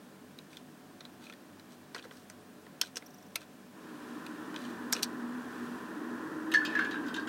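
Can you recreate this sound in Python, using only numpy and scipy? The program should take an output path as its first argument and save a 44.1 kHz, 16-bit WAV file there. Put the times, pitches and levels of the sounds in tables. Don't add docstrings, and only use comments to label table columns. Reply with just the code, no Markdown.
import sys
import numpy as np
from scipy import signal
from scipy.fft import rfft, irfft, next_fast_len
from scipy.io import wavfile

SR = 44100
rng = np.random.default_rng(int(sys.argv[2]) if len(sys.argv) > 2 else 0)


def materialize(psi):
    bounded = np.clip(np.atleast_2d(psi).T, -1, 1)
    quanta = np.round(bounded * 32767).astype(np.int16)
    wavfile.write(sys.argv[1], SR, quanta)


def ratio_of_db(decibels):
    return 10 ** (np.asarray(decibels, float) / 20)


N = 321356

# hit_s, peak_db, bright_hz, thud_db (modes under 2 kHz), snap_db (modes over 7.8 kHz)
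KEY_CONTACTS = [(0.388, -34, 3720, -20, -14), (0.5307, -46, 2670, -6, -30), (0.57, -34, 3520, -4, -11),
                (1.0073, -37.5, 3760, 0, -19), (1.052, -36.5, 3960, -1, -23), (1.225, -48, 3110, 8, -18),
                (1.268, -40, 2520, -10, -28), (1.2984, -37, 2520, -3, -15), (1.325, -39.5, 3460, 1, -20),
                (1.3366, -41.5, 1770, -12, -13), (1.597, -45.5, 4140, 0, -12),
                (1.9472, -28.5, 4180, -1.5, -31), (1.955, -43, 525, 0, -35),
                (1.9629, -32.5, 1470, -17, -19), (1.9818, -38, 3470, -10, -27), (1.987, -39, 3260, -3, -27),
                (1.9943, -37, 2960, -5, -25), (2.026, -43, 3480, -6, -22), (2.0405, -43, 1460, -6, -30),
                (2.0505, -40, 475, -9, -35), (2.111, -41.5, 3500, 14, -24), (2.171, -47, 4760, -5, -16),
                (2.2997, -33.5, 5870, -3, -6.5), (2.666, -43.5, 2950, 13, -13), (2.814, -17, 3160, -21, -7),
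                (2.814, -14.5, 5220, -8, -13), (2.818, -23, 3480, -9, 1), (2.834, -38, 3590, 9, -15),
                (2.958, -30.5, 5700, -10, -23), (2.9675, -33, 457, -1, -17), (2.97, -24, 5570, -11, -24),
                (3.0233, -41.5, 1900, 1, -22), (3.3578, -23, 2430, -6, -14), (3.3589, -22.5, 3830, -25, 0),
                (3.364, -37, 4700, -8, -8), (3.4155, -46, 2670, 4, -18), (4.265, -35.5, 2800, -8, -8),
                (4.5434, -36.5, 2900, 1, -13), (4.562, -29.5, 3300, -3, -25),
                (4.652, -39.5, 3200, -13, -23), (4.926, -18, 5000, -19, 5), (4.9272, -15, 6700, -5, -12),
                (4.9335, -16, 5700, -19, -8), (4.951, -33, 2600, 0, -15), (4.9657, -27, 2900, 0, -16),
                (4.9932, -37, 2820, 1, -16), (5.028, -33, 4170, -4, -5), (5.031, -13.5, 4270, -14, -4),
                (5.037, -25, 5040, -13, -1), (5.042, -31, 5700, -3, -3)]
# pitch_hz, level_db, ring_s
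KEYBOARD_MODES = [(451, -1, 0.032), (720, -8, 0.025), (996, -0.5, 0.01), (1330, -0.5, 0.026),
                  (1550, 4.5, 0.013), (1860, 0.5, 0.01), (2580, 3.5, 0.0073), (3030, 0.5, 0.0059),
                  (3446, 7.5, 0.0034), (3964, 5.5, 0.0046), (4500, 2.5, 0.0078), (5000, 4.5, 0.0055),
                  (5500, 6, 0.0042), (5970, -1.5, 0.0036), (6740, -4.5, 0.02), (6850, -2, 0.0043),
                  (7710, 3.5, 0.0037), (8800, 3.5, 0.0072), (9210, -4.5, 0.0037), (10260, -6, 0.0032),
                  (11260, -1, 0.0017), (12250, 3, 0.0015), (13700, -3, 0.0015), (16100, -18, 0.0024)]
# hit_s, peak_db
RELEASE_TICKS = [(3.0615, -45), (3.104, -54), (3.1415, -47), (3.1815, -51), (3.225, -54), (3.264, -54),
                 (3.3045, -60)]
# pitch_hz, level_db, ring_s
TICKING_MODES = [(5760, 0, 0.005), (13600, -4, 0.0008)]
# start_s, length_s, gain_db, bright_hz
FINGER_RUBS = [(0.5, 0.11, -68, 3540), (1.205, 0.14, -66, 3170), (1.694, 0.076, -70, 4500),
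               (1.943, 0.052, -49, 700), (2.035, 0.03, -62, 3400), (2.102, 0.17, -70.5, 5500),
               (2.816, 0.088, -60, 3400), (2.961, 0.026, -50, 5500), (3.355, 0.0054, -41, 5000),
               (3.399, 0.049, -62.5, 2800), (4.546, 0.24, -64, 3000), (4.922, 0.015, -41, 6500),
               (4.93, 0.1, -54.5, 2800), (5.022, 0.033, -45, 5500)]
# hit_s, ring_db, ring_hz, clatter_db (modes over 2 kHz), clear_hz (clearest in the clatter)
METAL_CLANKS = [(6.517, -31, 1780, -28.5, 3094), (6.539, -18.5, 1710, -24.5, 4460),
                (6.546, -16.5, 1710, -49, 5400), (6.617, -30, 1480, -58, 3000),
                (6.6501, -32, 1620, -28.5, 2510), (6.701, -39, 1780, -43, 2430),
                (6.752, -22.5, 1688, -39.5, 4000), (6.768, -32, 1670, -50, 3200),
                (6.7911, -19, 1583, -36.5, 4250), (6.821, -26.5, 1527, -48, 2800),
                (6.8469, -31, 1617, -37, 2420), (6.9102, -37, 1690, -35, 3770),
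                (6.9303, -37, 1740, -52, 3730), (6.942, -30.5, 1608, -59, 3000),
                (7.064, -44, 1490, -45.5, 5000), (7.083, -48, 1550, -41, 3220),
                (7.142, -38, 1560, -32.5, 3540), (7.163, -34, 1590, -34.5, 3730),
                (7.1954, -52, 1560, -46, 4700), (7.2729, -32.5, 1500, -35.5, 2800)]
# pitch_hz, level_db, ring_s
METAL_MODES = [(1203, -1, 0.049), (1370, 6.5, 0.069), (1490, 3, 0.052), (1550, -5, 0.1), (1608, -6.5, 0.19),
               (1688, 1, 0.096), (1748, 2, 0.21), (1780, -12, 0.15), (2494, -5, 0.076), (2800, 3, 0.019),
               (3200, 1, 0.029), (3370, 6.5, 0.0047), (3730, -0.5, 0.032), (4380, 0.5, 0.019),
               (4750, 3, 0.0063), (5350, -3.5, 0.051), (5700, 0.5, 0.0033), (6190, -2, 0.019),
               (6930, 0, 0.004), (7960, -8, 0.037), (9600, -4, 0.0026), (12500, -0.5, 0.0011)]
# time_s, gain_db, pitch_hz
METAL_DRAG = [(6.5, -85, 1720), (6.56, -39, 1724), (6.66, -54, 1677), (6.69, -42.5, 1720),
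              (6.745, -39.5, 1788), (6.8, -35, 1626), (6.85, -42.5, 1682), (6.92, -46, 1717),
              (6.95, -40, 1607), (7.02, -52.5, 1597), (7.07, -46, 1524), (7.13, -55, 1520),
              (7.19, -43, 1610), (7.23, -66, 1550), (7.29, -55, 1504)]
# time_s, level_db (of its rush), upper_share (upper boom tone, 0 to 1)
ROAR_COURSE = [(3.6, -64.5, 0.3), (3.7, -66, 0.2), (3.78, -57.5, 0.64), (3.9, -54.5, 0.45),
               (4.11, -51, 0.47), (4.35, -50, 0.84), (4.65, -48.5, 0.5), (4.95, -47.5, 0.27),
               (5.37, -48.5, 0.04), (5.55, -47.5, 0.35), (5.9, -48.5, 0.47), (6.2, -46, 0.6),
               (6.53, -46, 0.99), (6.75, -44, 0.57), (7.1, -46, 0.8), (7.29, -46.5, 0.54)]
# (per Hz, relative)
BOOM_SPECTRUM = [(35, -68), (60, -20), (86, -17.5), (124, -18.5), (243, -2), (318, -1), (367, -7.5),
                 (446, -7), (687, -30.5), (800, -48), (1040, -39), (1760, -120)]
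# pitch_hz, width_hz
ROOM_TONES = [(243, 15.5), (308, 33)]
# (per Hz, relative)
RUSH_SPECTRUM = [(290, -28), (500, -36), (566, 2), (691, -3), (799, 1), (899, 0.5), (1020, 8), (1170, 2),
                 (1500, 4), (1800, 3), (1970, -6), (2160, -22), (2600, -58), (3380, -37), (5720, -120)]
# (per Hz, relative)
AIR_SPECTRUM = [(1800, -5.5), (2300, 7), (3300, 4), (4500, -0.5), (9000, -5.5), (16000, -12)]
# centre_s, rise_db
AIR_RISES = [(4.08, 3.7), (4.65, 2.9), (5.63, 3.7)]
# (per Hz, relative)
FAN_SPECTRUM = [(15, -43), (25, 11), (48, 0), (78, -11.5), (180, -6), (263, 1.5), (476, -9), (624, -4.5),
                (677, -13), (734, -7.5), (936, -14.5), (1230, -16.5), (3080, -21.5), (14800, -29),
                (16000, -23.5)]
# pitch_hz, width_hz, level_db
CASE_TONES = [(98.6, 5.9, -70), (149.6, 10.5, -69), (193.1, 22, -63.5), (246.1, 14, -71),
              (427.2, 9.1, -69.5), (726, 1.5, -73.5), (8330, 40, -85)]
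# (per Hz, relative)
RUMBLE_SPECTRUM = [(15, -14), (28, 8), (60, 0), (100, -28), (200, -80)]


def keys():
    cap_db, cap_cycles = 2.5, 23
    out = np.zeros(N)
    hz = np.array(KEYBOARD_MODES)[:, 0]
    for hit_s, peak_db, bright_hz, thud_db, snap_db in KEY_CONTACTS:
        body_db = -13.0 * np.abs(np.log2(hz / bright_hz))
        gains_db = np.where(hz < 2000, thud_db, np.where(hz > 7800, snap_db, body_db))
        gains_db = gains_db + rng.normal(0, 2.5, len(hz))
        modes = KEYBOARD_MODES + [(bright_hz, cap_db, cap_cycles / bright_hz)]
        contact = struck(2.3, modes, [*gains_db, 0], detune=0.012, rattle_db=-11.5, rattle_s=0.059)
        add(out, hit_s - .0012, ratio_of_db(peak_db) * contact)
    return out


def ticking():
    out = np.zeros(N)
    for hit_s, peak_db in RELEASE_TICKS:
        tick = struck(9, TICKING_MODES, [0, 0], detune=.01, rattle_db=-14, rattle_s=.05)
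        add(out, hit_s - .002, ratio_of_db(peak_db) * tick)
    return out


def rubs():
    out = np.zeros(N)
    size = SR // 4
    t = np.arange(size) / SR
    for start_s, length_s, gain_db, bright_hz in FINGER_RUBS:
        sparse = rng.random(size) < .25
        grains = rms_one(rng.standard_normal(size) * rng.exponential(1, size) * sparse)
        grains = grains * np.sin(np.pi * np.minimum(t / length_s, 1) ** .6)
        for hz, mode_db, ring_s in KEYBOARD_MODES:
            gain = ratio_of_db(gain_db + mode_db - 4.8 * abs(np.log2(hz / bright_hz)))
            add(out, start_s, gain * resonate(grains + 1e-18, hz, ring_s))
    return out


def clanks():
    stroke_db, stroke_ring_s = 4, 0.035
    out, modes = np.zeros(N), np.array(METAL_MODES)
    hz = modes[:, 0]
    low = hz < 2000
    ring_band = signal.butter(2, [1000, 2200], "band", fs=SR, output="sos")
    for hit_s, ring_db, ring_hz, clatter_db, clear_hz in METAL_CLANKS:
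        near_ring_db = -200.0 * np.minimum(np.abs(np.log2(hz / ring_hz)), .12)
        near_clear_db = -5.0 * np.abs(np.log2(hz / clear_hz))
        spread_db = np.where(low, 0.6, 3)
        gains_db = np.where(low, near_ring_db, near_clear_db) + spread_db * rng.standard_normal(len(hz))
        ringing = struck(8.6, modes[low], gains_db[low], detune=0.0012, rattle_db=-23, rattle_s=0.14, count=1)
        add(out, hit_s - .003, ratio_of_db(ring_db) * signal.sosfilt(ring_band, ringing))
        high_modes = [*modes[~low], (clear_hz, stroke_db, stroke_ring_s)]
        clatter = struck(4.0, high_modes, [*gains_db[~low], 0], detune=0.011, rattle_db=-1.5, rattle_s=0.13)
        add(out, hit_s - .002, ratio_of_db(clatter_db) * clatter)
    return out


def drag():
    gain_db, pitch_hz = in_time(METAL_DRAG)
    stirred = np.zeros(N)
    for hz, _, _ in METAL_MODES:
        if 1300 < hz < 2000:
            stirred += ratio_of_db(-150.0 * np.abs(np.log2(hz / pitch_hz))) * hum(hz, 34.0)
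    slow = signal.butter(2, 30.0, fs=SR, output="sos")
    waver = signal.sosfilt(slow, rng.standard_normal((2, N)))
    phase = 2 * np.pi * np.cumsum(pitch_hz) / SR
    line = rms_one(waver[0] * np.cos(phase) + waver[1] * np.sin(phase)) + 1.06 * np.sin(phase)
    scrape = hum(2560, 1600.0)
    return ratio_of_db(gain_db) * (ratio_of_db(-1.5) * line + ratio_of_db(-12.0) * stirred + ratio_of_db(-13.0) * scrape)


def roar():
    boom_db, tones_db = 2, 5.5
    air_db, air_follows = -37.5, 0.51
    swell_s = 0.3
    level_db, upper = in_time(ROAR_COURSE)
    upper = np.clip(upper, 0, 1)
    tones = (1 - upper) * hum(*ROOM_TONES[0]) + upper * hum(*ROOM_TONES[1])
    body = ratio_of_db(boom_db) * coloured(BOOM_SPECTRUM) + ratio_of_db(tones_db) * tones + coloured(RUSH_SPECTRUM)
    t = np.arange(N) / SR
    swells_db = sum(rise_db * np.exp(-((t - centre_s) / swell_s) ** 2) for centre_s, rise_db in AIR_RISES)
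    air = ratio_of_db(air_db + air_follows * level_db + swells_db) * coloured(AIR_SPECTRUM)
    return ratio_of_db(level_db) * body + air


def fan():
    tones = sum(ratio_of_db(level_db) * hum(hz, width_hz) for hz, width_hz, level_db in CASE_TONES)
    return ratio_of_db(-56) * coloured(FAN_SPECTRUM) + tones


def room(x, t60_s, dull_hz):
    t = np.arange(SR // 2) / SR
    tail = rng.standard_normal(len(t)) * ratio_of_db(-60 * t / t60_s) * (t > .003)
    tail = signal.sosfilt(signal.butter(1, dull_hz, fs=SR, output="sos"), tail)
    return signal.fftconvolve(x, tail / np.sqrt(np.sum(tail ** 2)))[:N]


def struck(contact_ms, modes, gains_db, detune, rattle_db, rattle_s, count=2):
    t = np.arange(SR // 3) / SR
    age = t / (max(contact_ms, .5) / 4000)
    rattle = ratio_of_db(rattle_db - 60 * t / rattle_s) * np.minimum(age / 2, 1) * rng.exponential(1, len(t))
    rough = rng.standard_normal(len(t))
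    dull = signal.butter(2, 6000, fs=SR, output="sos")
    burst = rough * 2 * age ** 2 * np.exp(-age) + signal.sosfilt(dull, rough * rattle)
    out = np.zeros(len(t))
    for (hz, level_db, ring_s), gain_db in zip(modes, gains_db):
        off_hz = hz * (1 + detune * rng.standard_normal())
        out += ratio_of_db(level_db + gain_db) * rms_one(resonate(burst, off_hz, ring_s, count=count))
    return out / np.abs(out).max()


def resonate(x, hz, ring_s, count=2):
    r, w = ratio_of_db(-45 * count / (ring_s * SR)), 2 * np.pi * hz / SR
    section = [1 - r, 0, r - 1, 1, -2 * r * np.cos(w), r * r]
    return signal.sosfilt([section] * count, x) / np.sqrt(1 - r)


def hum(hz, width_hz):
    r = np.exp(-np.pi * width_hz / SR)
    section = [1, 0, -1, 1, -2 * r * np.cos(2 * np.pi * hz / SR), r * r]
    settled = signal.sosfilt([section] * 2, rng.standard_normal(N + SR))[SR:]
    return rms_one(settled)


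def coloured(spectrum):
    size = next_fast_len(N)
    hz, level_db = np.transpose(spectrum)
    shape_db = np.interp(np.log(np.fft.rfftfreq(size, 1 / SR) + 1), np.log(hz), level_db)
    return rms_one(irfft(rfft(rng.standard_normal(size)) * ratio_of_db(shape_db), size)[:N])


def rms_one(x):
    return x / np.sqrt(np.mean(x ** 2) + 1e-20)


def in_time(rows):
    time_s, *columns = np.transpose(rows)
    return [np.interp(np.arange(N) / SR, time_s, column) for column in columns]


def add(track, start_s, sound):
    i = round(start_s * SR)
    track[i:i + len(sound)] += sound[:N - i]


def scene():
    near = keys() + ticking() + rubs()
    far = clanks() + drag()
    wet = ratio_of_db(-24) * room(near, .15, 3500) + ratio_of_db(-12.5) * room(far, 0.28, 3100)
    return (near + far + wet + roar() + fan())[None]


def band_limit(x):
    return signal.sosfilt(signal.butter(12, 16780, fs=SR, output="sos"), x)


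def record(dry):
    thin = signal.sosfilt(signal.butter(4, 100, "high", fs=SR, output="sos"), dry)
    rumbling = thin + ratio_of_db(-87.5) * coloured(RUMBLE_SPECTRUM)
    mix = signal.sosfilt(signal.cheby2(10, 50, 16900, fs=SR, output="sos"), rumbling)
    return band_limit(mix)


dry = scene()
out = record(dry)
materialize(out)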